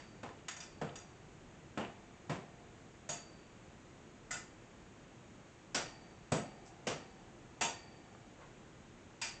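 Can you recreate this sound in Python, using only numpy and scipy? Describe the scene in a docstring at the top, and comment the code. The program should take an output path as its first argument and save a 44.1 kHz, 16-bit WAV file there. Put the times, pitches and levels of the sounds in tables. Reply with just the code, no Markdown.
"""Slaps and bright clinks: a chrome wire cart is being put together in a living room.
Palms knock the shelves down onto their poles, the collars chatter in their seats, the mesh clatters,
the poles clang and the free wires sing on faintly. Soft ticks, squeaks and scrapes fall in between.
A small band-limited microphone hears it from across the floor, over steady room noise."""
import sys
import numpy as np
from scipy import signal
from scipy.fft import rfft, irfft, next_fast_len
from scipy.io import wavfile

SR = 44100
rng = np.random.default_rng(int(sys.argv[2]) if len(sys.argv) > 2 else 0)


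def put_to_file(sound):
    """Save the sound as 16-bit audio at rate SR, in the file named by the first command-line argument."""
    columns = np.atleast_2d(sound).T  # one column per channel
    safe = np.clip(columns, -1, 1)
    whole_steps = np.round(safe * 32767)
    wavfile.write(sys.argv[1], SR, whole_steps.astype(np.int16))


N = 414540
T = np.arange(SR) / SR  # the one second that each event lives in
EARLY = int(.08 * SR)  # the attack of a blow, in samples

# The slaps and clinks. Each row: start in seconds, level in dB, frame thud and metal clink in dB against
# that level, crack over tail in dB, pole ring over mesh clatter in dB, wire sing against the clink in dB,
# then three resonances in Hz that the contact point favours.
BLOWS = [(-0.12, -45.5, -12, -5.5, -8, -10, -9, 910, 1810, 5600),
         (0.231, -52, 1, -14, 7, -10.5, -13, 477, 790, 1000),
         (0.483, -49, -15, -1, 12.5, -4, -11, 1260, 1835, 6800),
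         (0.564, -60, -10, 2.5, 5, 2, -22, 1860, 5830, 6600),
         (0.603, -57, -12.5, 2, 7.5, 5, -18, 4780, 5330, 5900),
         (0.814, -48.5, 7, -14.5, 8.5, -8, -10, 152.4, 505, 1396),
         (0.956, -58.5, -11, 2.5, 10, 7, -16, 4800, 5900, 6640),
         (1.774, -45, 4, -15.5, 4, -9.5, -16, 219, 790, 2950),
         (2.295, -46.5, 6, -11.5, 0.5, -13, -20, 150, 1030, 1980),
         (3.09, -50, 1, 5.5, -2, 0, -11, 616, 886, 6700),
         (4.308, -45.5, -9, -0.5, -6, 2.5, -24, 1444, 1825, 2020),
         (5.746, -40.5, -4, 0, 4.5, -8, -14, 1404, 5130, 5700),
         (6.319, -42, 7.5, -4, 6, -5, -15.5, 241, 600, 7920),
         (6.869, -43, 2.5, -4, 0, -11, -15.5, 490, 2820, 5700),
         (7.61, -37.5, -6, -2.5, -12, -3, -12, 910, 2717, 6480),
         (9.215, -44, -20.5, -0.5, -2, -3.5, -9.5, 930, 2480, 5000)]
def shelf_blows(out):
    """Seat the shelves: a soft palm gives a thud, bare metal a bright clink that rings the poles."""
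    for start, db, thud_db, clink_db, crack_db, ring_db, sing_db, *favoured_hz in BLOWS:
        energy = contacts()
        clatter = mesh_clatter(envelope(energy, crack_db, t60=0.4))
        clang = pole_clang(envelope(energy, crack_db, t60=0.316), favoured_hz)
        hit = absorb_treble(clatter) + undb(ring_db) * clang
        hit = band(hit, 100, SR / 4)  # the open frame radiates little deep bass
        hit = cart_body(hit, favoured_hz)
        hit = balance(hit, np.array([thud_db, 0, clink_db]))
        add(out, start, undb(db) * (hit + wire_hum(thud_db) + wire_sing(clink_db + sing_db)))


def contacts(chatter_db=-17, chatter_s=0.057, chatters=8, rebound_s=0.029, rebound_db=-8.5):
    """Energy of one blow: first contact, dying chatter in the collars, two ever weaker rebounds."""
    energy = np.zeros(len(T))
    energy[0] = 1
    lateness = rng.random(chatters)
    np.add.at(energy, (chatter_s * lateness * SR).astype(int), undb(chatter_db) ** 2 * (1 - lateness))
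    for bounce in (1, 2):
        energy[int(bounce * rebound_s * SR)] += undb(bounce * rebound_db) ** 2
    return energy


def envelope(energy, crack_db, t60, crack_t60=0.053, rise_s=0.0041):
    """Each contact gives a crack and a longer tail; the first reflections build up over a few ms."""
    decay = fade(t60) ** 2 + (undb(crack_db) * fade(crack_t60)) ** 2
    rise = 1 - np.exp(-T / rise_s)
    return np.sqrt(np.abs(drive(energy, decay * rise)))


def mesh_clatter(shape, grain_db=1.5, grain_samples=40):
    """Countless welded wires clatter, dense and grainy."""
    steps = rng.standard_normal(len(T) // grain_samples + 1)
    grain = undb(grain_db * np.repeat(steps, grain_samples)[:len(T)])
    return unit(shape * grain * rng.standard_normal(len(T)))


def absorb_treble(x, split_hz=3200, treble_t60=0.4):
    """Hands and furnishings soak up the treble of the clatter sooner than the rest."""
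    dull = signal.sosfilt(signal.butter(1, split_hz, fs=SR, output="sos"), x)
    return dull + (x - dull) * fade(treble_t60)


# Poles and shelf rim, in clusters of near-equal modes. Each row: centre in Hz, width in Hz, level in dB.
POLE_MODES = [(148.2, 11, -0.5), (214.6, 12, -6), (496, 38, -5), (607, 24, -7), (695, 39, 3.5),
              (797, 44, -4), (919, 22, -3), (1016, 25, -2.5), (1291, 39, -0.5), (1446, 87, 1),
              (1575, 77, -9), (1790, 77, -2.5), (2020, 41, -2.5), (2412, 76, -1), (2643, 46, -1),
              (2840, 50, -5), (3053, 110, -5), (3535, 340, 4.5), (4770, 150, -2), (5054, 90, -5),
              (5270, 140, -4), (5794, 69, 0), (5933, 60, -2), (6320, 120, -3.5), (6570, 91, -3),
              (6717, 110, 3.5), (6975, 190, 7), (7570, 83, 1), (7980, 140, 2), (7460, 290, 7.5)]
def pole_clang(shape, favoured_hz, favour_db=11, reach=0.029, size=2 ** 14):
    """Mode clusters beat as they fade; the contact point favours some and stirs the rest by chance."""
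    freqs = np.fft.rfftfreq(size, 1 / SR)
    partials = rfft(rng.standard_normal(size))
    chance_db = 3 * rng.standard_normal(len(POLE_MODES)).clip(-2, 1.3)
    out = np.zeros(len(T))
    for (hz, width, db), stray_db in zip(POLE_MODES, chance_db):
        favour = np.max(np.exp(-(np.log(hz / np.array(favoured_hz)) / reach) ** 2))
        cluster = irfft(partials / (1 + (2 * (freqs - hz) / width) ** 2))
        gain = undb(db + favour_db * favour + stray_db * (1 - favour))
        out[:size] += gain * unit(cluster * shape[:size])
    return unit(out)


# The tone the struck cart radiates. Each row: frequency in Hz, gain in dB.
CART_TONE = [(100, 0), (200, 0), (450, 1.5), (900, -2), (1550, -4), (2800, -3), (4000, -6.5), (6300, -5.5),
             (8000, -9)]
def cart_body(hit, favoured_hz, lift_db=2.5, lift_octaves=0.26):
    """The cart colours the hit, and the contact point lifts it round the favoured resonances."""
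    hz = np.geomspace(60, 10000, 80)
    cart_hz, cart_db = np.transpose(CART_TONE)
    body_db = np.interp(np.log(hz), np.log(cart_hz), cart_db)
    octaves_away = np.log2(hz[:, None] / np.array(favoured_hz))
    nearness = np.exp(-(octaves_away / lift_octaves) ** 2).max(axis=1)
    return colour(hit, hz, body_db + lift_db * nearness)


# Four edges in Hz round three registers: thud of the frame, clank of the shelf, clink of the collars.
REGISTER_EDGES = [60, 750, 3700, 8400]
def balance(hit, register_db):
    """Tilt a hit smoothly, in three passes, so that each register starts near its level."""
    edges = np.array(REGISTER_EDGES)
    centres = np.sqrt(edges[:-1] * edges[1:])
    bins = np.round(edges * EARLY / SR).astype(int)
    for _ in range(3):
        power = 2 * np.abs(rfft(hit[:EARLY]) / EARLY) ** 2
        attack_db = 10 * np.log10(np.add.reduceat(power, bins)[:-1])
        hit = colour(hit, centres, register_db - attack_db)
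    return hit


# Slow bending of the free wires. Each row: pitch in Hz, relative level in dB, T60 in seconds.
BENDING_MODES = [(577, -31, 1.8), (698, -19.5, 4.2), (768, -20, 3.6), (797, -24, 2.6), (862, -22, 3.1),
                 (896, -20.5, 1.7), (1822, -16, 1.16), (1856, -17.5, 1.1), (2280, -23.5, 1.6),
                 (2330, -23.5, 1.7), (2390, -26, 0.92), (2560, -25, 1.4), (2660, -27, 0.99)]
def wire_hum(thud_db, level_db=-3):
    """The free wires hum on after the clatter; low modes follow the thud, high ones the clank."""
    pitches = [hz for hz, *_ in BENDING_MODES]
    follow_db = np.interp(np.log(pitches), np.log([350, 1600]), [thud_db, 0])
    return ring_wires(BENDING_MODES, level_db + follow_db)


# The short spans between welds. Each row: pitch in Hz, relative level in dB, T60 in seconds.
SPAN_MODES = [(4564, -6, 1.2), (4580, -1.5, 0.82), (4680, -3.5, 0.91), (4610, -3, 0.99), (4700, -6, 0.69),
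              (4750, -3, 0.38)]
def wire_sing(level_db):
    """The short spans all ring near one high pitch and shimmer against each other."""
    return ring_wires(SPAN_MODES, [level_db] * len(SPAN_MODES))


def ring_wires(modes, gains_db, detune=.0007, attack_s=.004, release_s=.1):
    """Wires swing up and die away as sines; each blow finds wires of slightly different pitch."""
    out = np.zeros(len(T))
    for (hz, db, t60), gain_db in zip(modes, gains_db):
        pitch = hz * (1 + detune * rng.standard_normal())
        out += undb(db + gain_db) * fade(t60) * np.sin(2 * np.pi * (pitch * T + rng.random()))
    return out * np.minimum(T / attack_s, 1) * np.minimum((T[-1] - T) / release_s, 1)


# Soft ticks, brief squeaks and faint scrapes of the cart.
# Each row: start in seconds, length in seconds, centre in Hz, width in Hz, dry level in dB.
SMALL_NOISES = [(.289, 0.0043, 1280, 1200, -51), (.385, 0.01, 2800, 1200, -67),
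                (.885, 0.02, 3080, 900, -61), (1.801, 0.016, 2900, 220, -52.5),
                (1.828, 0.0065, 2900, 220, -60), (1.848, 0.0025, 2680, 500, -45),
                (6.648, 0.059, 6300, 3000, -68), (8.148, 0.0073, 1090, 1190, -57),
                (8.378, 0.1, 910, 900, -61)]
def ticks_and_scrapes(out, grains_per_s=900):
    """Each tick, squeak or scrape is a short burst of grainy, band-passed noise."""
    for start, length, hz, width, db in SMALL_NOISES:
        grains = (rng.random(len(T)) < grains_per_s / SR) * rng.standard_normal(len(T))
        hiss = 0.074 * rng.standard_normal(len(T))
        swell = np.sin(np.pi * np.minimum(T / length, 1))
        burst = band((grains + hiss) * swell, hz - width / 2, hz + width / 2, order=2)
        add(out, start, undb(db) * room(unit(burst) * np.sqrt(length * SR)))


def room(x, wet_db=-4, t60=0.21):
    """Direct sound plus the short diffuse tail of the living room."""
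    tail = unit(rng.standard_normal(len(T)) * fade(t60))
    return x + undb(wet_db) * drive(x, tail)


# The colour of the room noise. Each row: frequency in Hz, relative noise density in dB.
ROOM_TONE = [(15, -37), (25, -3.5), (69, -4.5), (112, 0.5), (227, -2), (262, -3.5), (282, -5.5), (343, -1),
             (378, -5.5), (675, -11), (762, -12), (2560, -19), (5170, -29.5), (6920, -22.5), (8200, -30.5),
             (10700, -68), (18000, -120)]
def room_tone(level_db=-57, waver_db=0.85, waver_points=90):
    """A steady bed of room noise whose low end wavers slightly."""
    noise = colour(rng.standard_normal(N), *np.transpose(ROOM_TONE))
    noise = signal.sosfilt(signal.butter(4, 10000, fs=SR, output="sos"), noise)
    waver = np.interp(np.arange(N), np.linspace(0, N, waver_points), rng.standard_normal(waver_points))
    lows = colour(noise, [400, 1500], [0, -30])
    noise += (undb(waver_db * waver) - 1) * lows
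    return undb(level_db) * noise / noise.std()


def undb(db):
    """Decibels to gain."""
    return 10 ** (np.asarray(db) / 20)


def fade(t60):
    """Decay by 60 dB in t60 seconds."""
    return np.exp(-np.log(1000) * T / t60)


def unit(x):
    """Scale to unit energy."""
    return x / np.sqrt(np.sum(x ** 2))


def colour(x, hz, db):
    """EQ along a curve drawn through points in Hz and dB."""
    size = next_fast_len(len(x) + EARLY)
    freqs = np.maximum(np.fft.rfftfreq(size, 1 / SR), 1)
    gain = undb(np.interp(np.log(freqs), np.log(hz), db))
    return irfft(rfft(x, size) * gain, size)[:len(x)]


def band(x, low_hz, high_hz, order=3):
    """Causal band-pass."""
    return signal.sosfilt(signal.butter(order, [low_hz, high_hz], "band", fs=SR, output="sos"), x)


def drive(x, response):
    """Play x through an impulse response."""
    return signal.fftconvolve(x, response)[:len(T)]


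def add(out, start_s, x):
    """Mix x in at start_s, trimming what falls outside the scene."""
    i = int(start_s * SR)
    x = x[max(-i, 0):N - i]
    out[max(i, 0):max(i, 0) + len(x)] += x


def scene():
    """Blows, ticks and scrapes over the room tone, in mono."""
    out = room_tone()
    shelf_blows(out)
    ticks_and_scrapes(out)
    return out[None]


def record(dry, top_hz=8550):
    """The small microphone cuts off the top of the treble."""
    taps = signal.firwin(151, top_hz, window=("kaiser", 7), fs=SR)
    return signal.fftconvolve(dry, taps[None], "same", axes=1)


dry = scene()
out = record(dry)
put_to_file(out)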